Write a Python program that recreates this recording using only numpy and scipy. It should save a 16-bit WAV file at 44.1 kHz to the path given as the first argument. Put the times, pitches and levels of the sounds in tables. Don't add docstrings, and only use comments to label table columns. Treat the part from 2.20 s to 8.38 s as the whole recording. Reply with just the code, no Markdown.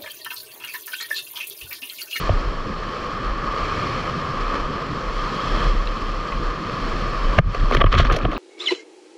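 import sys
import numpy as np
from scipy import signal
from scipy.fft import rfft, irfft, next_fast_len
from scipy.io import wavfile
from scipy.ndimage import uniform_filter1d

SR = 44100
rng = np.random.default_rng(int(sys.argv[2]) if len(sys.argv) > 2 else 0)


def dump_mix(stems):
    frames = np.atleast_2d(stems).T
    limited = np.clip(frames, -1, 1)
    pcm = np.round(limited * 32767).astype(np.int16)
    wavfile.write(sys.argv[1], SR, pcm)


N = 272538

# t/s, roar level/dB, extra treble level/dB
RAPID_CURVE = [(0, -28.5, 6.5), (.12, -29.5, 1.5), (.4, -33, 1.5), (.8, -31, 2), (1.15, -30.5, -1),
               (1.45, -27.5, 2.5), (1.75, -28, 3), (2.1, -29, 1), (2.6, -30.5, 0.5), (3.0, -29, 3.5),
               (3.4, -26, 2.5), (3.65, -32, 3), (4.1, -31, 2.5), (4.35, -31.5, 1.5), (4.7, -28.5, 2.5),
               (5.18, -28.5, 1.5), (5.21, -36.5, -3), (5.3, -34.5, 3), (5.45, -32, 2.5), (5.7, -27, 1),
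               (5.88, -23.5, -6), (6.0, -33.5, -5), (6.18, -37.5, -6)]
# f/Hz, relative level per Hz/dB
RAPID_COLOUR = [(60, -4.5), (158, 2), (420, -2.5), (500, 0), (800, -11.5), (1500, -13), (2700, -16),
                (3800, -24.5), (5000, -22), (7600, -42.5), (8600, -51), (10000, -47), (11200, -52),
                (13000, -55), (14600, -65), (15600, -77)]
# t of the main contact/s, body level/dB, hollow thud level/dB,
# splatter level/dB, time to die by 60 dB/s
SLAP_EVENTS = [(.094, -21, -13, -50, .02), (4.123, -21, -34, -45, 0.027), (5.182, -16.5, -35, -37, 0.07),
               (5.188, 0.5, -0.5, -26, 0.024), (5.347, -19, -16.5, -32, 0.039),
               (5.512, -16, -12.5, -30, 0.015), (5.522, -14, -8.5, -35, 0.066),
               (5.526, -22, -22, -39, 0.013), (5.549, -6, -3.5, -19, 0.018), (5.569, -8, -10, -31, .018),
               (5.605, -12, -22, -47, 0.058), (5.613, -5, -3, -48, 0.038), (5.618, -1, -5, -52, 0.0089),
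               (5.642, -3, 4, -50, .015), (5.663, -7.5, -13, -39, 0.044), (5.728, -7, -20, -44, 0.033),
               (5.741, 1, -5, -41, 0.014), (5.752, -3, -22, -37, 0.067), (5.788, -9, -28, -13, 0.014),
               (5.797, -6, 3.5, -22, 0.032), (5.812, -10, -26, -44, 0.03), (5.851, -10, -12, -44, .021),
               (5.868, -14, -28, -45, 0.036), (5.9, -12, -12, -42, 0.058), (5.913, -7.5, -3, -37, 0.03),
               (5.924, -12, -22, -19, 0.043), (5.947, -28, -8.5, -28, 0.024), (5.965, -23, -8, -19.5, .032),
               (5.988, -21, -19, -32, 0.018), (6.052, -11.5, -8.5, -57, 0.022),
               (6.116, -25, -31, -40, 0.039), (6.131, -22.5, -20, -40, 0.035),
               (6.152, -38, -23, -42, 0.016)]
# lowest f/Hz, highest f/Hz
SLAP_BANDS = [(860, 2950), (330, 740), (3580, 6500), (8300, 12100)]
# t/s, length/s, droplets level/dB, gurgle level/dB
SPRAY_SHEETS = [(5.342, 0.11, -52, -42), (5.504, 0.031, -37, -28), (5.546, 0.039, -34, -20.5),
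                (5.606, .02, -49, -17), (5.675, 0.049, -62, -27), (5.725, 0.055, -25, -15.5),
                (5.785, 0.016, -12.5, -16), (5.803, .01, -16, -13), (5.84, 0.037, -37, -21),
                (5.895, .03, -45, -18), (5.922, 0.043, -31, -29.5), (5.975, 0.071, -56.5, -24),
                (6.04, 0.081, -53, -30), (6.115, 0.084, -51, -28.5)]
# f/Hz, relative level per Hz/dB
DROPLET_COLOUR = [(300, -33), (1500, 5), (3500, 3), (6500, -15), (8500, -36), (14000, -37)]
# t/s, level/dB, starting f/Hz
RINGING_DROPS = [(0.094, -4, 603), (0.1, 0.5, 81), (3.674, -19, 2640), (3.673, -19, 3930),
                 (5.191, 7.5, 146), (5.263, 0, 75.5), (5.38, -25, 1750), (5.409, -18, 1720),
                 (5.512, -3.5, 680), (5.643, 12.5, 330), (5.57, -4.5, 3000), (5.726, -15, 4260),
                 (5.727, -4, 1230), (5.851, -4, 1450), (5.914, -14, 1240), (5.849, -21, 5500),
                 (5.87, -18, 4280), (6.034, -4.5, 135), (6.084, -14, 300), (6.134, -16, 305),
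                 (6.166, -18.5, 2600)]
# t/s, length/s, level/dB
WIND_GUSTS = [(0.05, 0.015, -22), (.14, 0.016, -15.5), (0.25, 0.025, -19.5), (0.376, 0.023, -24.5),
              (0.53, 0.086, -30), (1.067, 0.033, -20), (1.255, 0.028, -27), (1.42, 0.016, -24),
              (1.74, .1, -34), (2.195, 0.097, -24), (2.406, 0.027, -22), (2.865, 0.17, -24.5),
              (3.315, 0.03, -17.5), (3.447, 0.13, -14.5), (3.672, 0.032, -20), (3.832, 0.16, -24.5),
              (4.144, 0.031, -21.5), (4.253, 0.022, -20), (4.627, .38, -24), (5.055, 0.027, -13.5),
              (5.186, 0.047, -11.5), (5.387, 0.075, -14), (5.555, 0.14, -12), (5.793, .13, -13.5),
              (6.028, 0.045, -19)]
# t/s, length/s, level/dB
WIND_BUFFETS = [(0.005, 0.0089, -26.5), (0.103, 0.017, -20), (.27, .01, -30), (1.396, 0.74, -34),
                (3.243, .03, -33), (3.46, 0.018, -26), (5.182, 0.012, -13.5), (5.264, 0.012, -20),
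                (5.434, 0.011, -25.5), (5.576, .01, -12.5), (5.65, 0.0081, -13), (5.75, 0.0094, -9.5),
                (5.776, 0.04, -12), (5.92, 0.022, -17.5), (6.044, 0.012, -16.5)]
# t/s, length/s, level/dB, f of the fizz/Hz
BREAKING_WAVES = [(1.45, .38, -40.5, 2320), (2.2, .1, -47, 2300), (3.044, 0.12, -57, 4500),
                  (3.223, 0.23, -44, 3210), (3.353, 0.076, -42, 1700), (4.8, 0.39, -47.5, 2350)]
# f/Hz, width/Hz, lift (a dip if negative)/dB
HOUSING_MODES = [(1096.6, 134, 10), (1220.4, 119, 13), (1535, 200, -0.5), (1715, 176, 5.5),
                 (2600, 480, 0.5), (2800, 220, -4), (3160, 360, 5.5), (4274, 270, 5.5), (4984, 300, -10),
                 (5160, 180, 4), (7500, 430, 5.5)]

FIZZ_PER_S, FIZZ_DB = 1500, -9.5
BASS_DB, BASS_SWELL_DB = -1.93, 0.7
BASS_HOLDBACK = 0.15
SLAP_BUILD_S, TICK_BELOW_SPLATTER_DB = 0.0043, 13.5
GURGLE_PER_S = 730
SHEET_RISE_S, DROPLETS_T60_S, GURGLE_T60_S = 0.014, 0.06, 0.17
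DROP_T60_S, DROP_CYCLES = 0.009, 4.8
THROB_HZ, THROB_WIDTHS_HZ = 33.1, (12.5, 21.3)
GUST_RISE_S, GUST_T60_S, BREEZE_DB = 0.078, 0.28, -37
FLUTTER_BAND_HZ, FLUTTER_DB, FLUTTER_SWING_DB = [58.4, 169], -40, 2.5
BUFFET_RISE_S, BUFFET_T60_S = 0.014, 0.13
BREAKER_RISE_S, BREAKER_T60_S, BREAKER_WIDTH_HZ = 0.18, 0.6, 500
THRESHOLD_DB, ATTACK_S = -13.5, 0.0063
SQUEEZE = 0.69
PEAK_FALL_DB_PER_S = 125
CUTOFF_HZ = 15700


def from_db(db):
    return 10 ** (np.asarray(db) / 20)


def rms_one(x):
    return x / np.sqrt(np.mean(x ** 2) + 1e-20)


def in_time(rows):
    s, *columns = np.transpose(rows)
    return [np.interp(np.arange(N) / SR, s, column) for column in columns]


def drift(rate_hz):
    step = 40
    r = np.exp(-2 * np.pi * rate_hz * step / SR)
    noise = rng.standard_normal(N // step + 2002)
    slow = signal.lfilter([1], [1, -2 * r, r * r], noise)[2000:]
    return np.interp(np.arange(N) / step, np.arange(len(slow)), rms_one(slow))


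def swells(starts, lengths, levels_db, rise, t60):
    t, power = np.arange(0, N + 16, 16) / SR, 0
    for s, length, level_db in zip(starts, lengths, levels_db):
        climb_db = np.minimum(0, 20 * (t - s) / rise)
        decay_db = 60 * np.maximum(0, t - s - length) / t60
        power = power + from_db(level_db + climb_db - decay_db) ** 2
    return np.interp(np.arange(N) / SR, t, np.sqrt(power))


def butter(x, hz, kind, order=2):
    return signal.sosfilt(signal.butter(order, hz, kind, fs=SR, output="sos"), x)


def coloured(x, spectrum):
    size = next_fast_len(N)
    hz, db = np.transpose(spectrum)
    log_hz = np.log(np.arange(size // 2 + 1) * SR / size + 1)
    gain = from_db(np.interp(log_hz, np.log(hz), db))
    return rms_one(irfft(rfft(x, size) * gain, size)[:N])


def grains(per_s, spread_db):
    sizes = from_db(spread_db * np.minimum(rng.exponential(1, N), 4.0))
    signs = rng.choice([-1, 1], N)
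    return rms_one(sizes * signs * (rng.random(N) < per_s / SR))


def resonance(x, hz, width_hz):
    r = np.exp(-np.pi * width_hz / SR)
    feedback = [1, -2 * r * np.cos(2 * np.pi * hz / SR), r * r]
    return signal.lfilter(np.array([1, 0, -1]) * (1 - r * r) / 2, feedback, x)


def rapid():
    roar_db, treble_db = in_time(RAPID_CURVE)
    foam = from_db(FIZZ_DB + 5.0 * drift(6.2)) * grains(FIZZ_PER_S, spread_db=4.5)
    water = coloured(rng.standard_normal(N) + foam, RAPID_COLOUR)
    bass, treble = butter(water, 400, "low"), butter(water, 2040, "high")
    middle = water - bass - treble
    surge_db = 0.27 * drift(1.7)
    bass_db = BASS_DB - BASS_HOLDBACK * (roar_db - roar_db.mean())
    bass_db = bass_db + BASS_SWELL_DB * drift(2.8) + 3.9 * drift(8.8)
    treble_db = treble_db + 1.3 * surge_db + 0.57 * drift(42)
    parts = bass * from_db(bass_db) + middle * from_db(surge_db) + treble * from_db(treble_db)
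    return from_db(roar_db) * parts


def slaps():
    out, lead = np.zeros(N), int(0.05 * SR)
    t = np.arange(-lead, 2 * lead) / SR
    for s, body_db, thud_db, splatter_db, t60 in SLAP_EVENTS:
        burst = rng.standard_normal(len(t))
        burst[lead] += 6.0
        burst = burst * from_db(np.where(t < 0, 20 * t / SLAP_BUILD_S, -60 * t / t60))
        at = round(s * SR) - lead
        levels_db = [body_db, thud_db, splatter_db, splatter_db - TICK_BELOW_SPLATTER_DB]
        for level_db, band in zip(levels_db, SLAP_BANDS):
            part = butter(burst, band, "band", order=5)
            part = from_db(level_db) * part / np.abs(part).max()
            out[at:at + len(t)] += part[:N - at]
    return out


def spray():
    s, length, droplets_db, gurgle_db = np.transpose(SPRAY_SHEETS)
    droplets = coloured(rng.standard_normal(N) + 0.7 * grains(2500, spread_db=4), DROPLET_COLOUR)
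    droplet_gain = swells(s, length, droplets_db, SHEET_RISE_S, DROPLETS_T60_S) * from_db(5.0 * drift(44))
    pops, dealt = grains(GURGLE_PER_S, spread_db=5), rng.integers(0, 14, N)
    gurgle = np.zeros(N)
    for k, hz in enumerate(np.geomspace(240, 3800, num=14)):
        bubble = resonance(pops * (dealt == k) + 1e-18, hz, hz / 5.9)
        bubble = resonance(bubble, hz, hz / 6.1)
        gurgle += bubble * (600 / hz) ** 1.52
    gurgle_gain = swells(s, length, gurgle_db, SHEET_RISE_S, GURGLE_T60_S)
    return droplet_gain * droplets, gurgle_gain * rms_one(gurgle)


def drops():
    out, t = np.zeros(N), np.arange(int(0.15 * SR)) / SR
    for s, level_db, hz in RINGING_DROPS:
        at, t60 = round(s * SR), DROP_T60_S + DROP_CYCLES / hz
        tone = np.sin(2 * np.pi * hz * t * (1 + 4.2 * t))
        soft_start = 1 - np.exp(-t * hz / 0.53)
        ring = tone * soft_start * from_db(level_db - 60 * t / t60)
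        out[at:at + len(t)] += ring[:N - at]
    return out


def wind():
    throb = rng.standard_normal(N)
    for width_hz in THROB_WIDTHS_HZ:
        throb = resonance(throb, THROB_HZ, width_hz)
    throb = throb / np.sqrt(uniform_filter1d(throb ** 2, size=2600) + 0.07 * np.mean(throb ** 2))
    flutter = butter(rng.standard_normal(N), FLUTTER_BAND_HZ, "band", order=3)
    breeze = from_db(BREEZE_DB + 3.0 * drift(7.8))
    gusts = np.hypot(breeze, swells(*np.transpose(WIND_GUSTS), GUST_RISE_S, GUST_T60_S))
    steady = from_db(FLUTTER_DB + FLUTTER_SWING_DB * drift(7.2))
    buffets = np.hypot(steady, swells(*np.transpose(WIND_BUFFETS), BUFFET_RISE_S, BUFFET_T60_S))
    return butter(gusts * rms_one(throb), 48, "low", order=4) + buffets * rms_one(flutter)


def breakers():
    foam = rng.standard_normal(N) + 0.28 * grains(FIZZ_PER_S, spread_db=0.0)
    out = np.zeros(N)
    for s, length, level_db, hz in BREAKING_WAVES:
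        fizz = resonance(resonance(foam, hz, BREAKER_WIDTH_HZ), hz, BREAKER_WIDTH_HZ)
        out += swells([s], [length], [level_db], BREAKER_RISE_S, BREAKER_T60_S) * rms_one(fizz)
    return out


def housing(x):
    for hz, width_hz, lift_db in HOUSING_MODES:
        x = x + (from_db(lift_db) - 1) * resonance(x, hz, width_hz)
    return x


def scene():
    droplets, gurgle = spray()
    blows = slaps() + gurgle
    through_housing = housing(rapid() + breakers() + droplets + 0.55 * blows)
    return (through_housing + 0.33 * blows + drops() + wind())[None]


def record(dry):
    bass = butter(dry, 158, "low")
    upper = dry - bass
    peak_db = 20 * np.log10(np.abs(butter(dry[0], 655, "high")) + 1e-6)
    fall_db = PEAK_FALL_DB_PER_S * np.arange(N) / SR
    held_db = np.maximum.accumulate(peak_db + fall_db) - fall_db
    over_db = np.maximum(held_db - THRESHOLD_DB, 0)
    keep = np.exp(-1 / (ATTACK_S * SR))
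    cut_db = SQUEEZE * signal.lfilter([1 - keep], [1, -keep], over_db)
    mixed = bass + upper * from_db(-cut_db)
    rounded = 1.6 * np.tanh(mixed / 1.6)
    return signal.sosfilt(signal.ellip(10, 1, 70, CUTOFF_HZ, fs=SR, output="sos"), rounded)


dry = scene()
out = record(dry)
dump_mix(out)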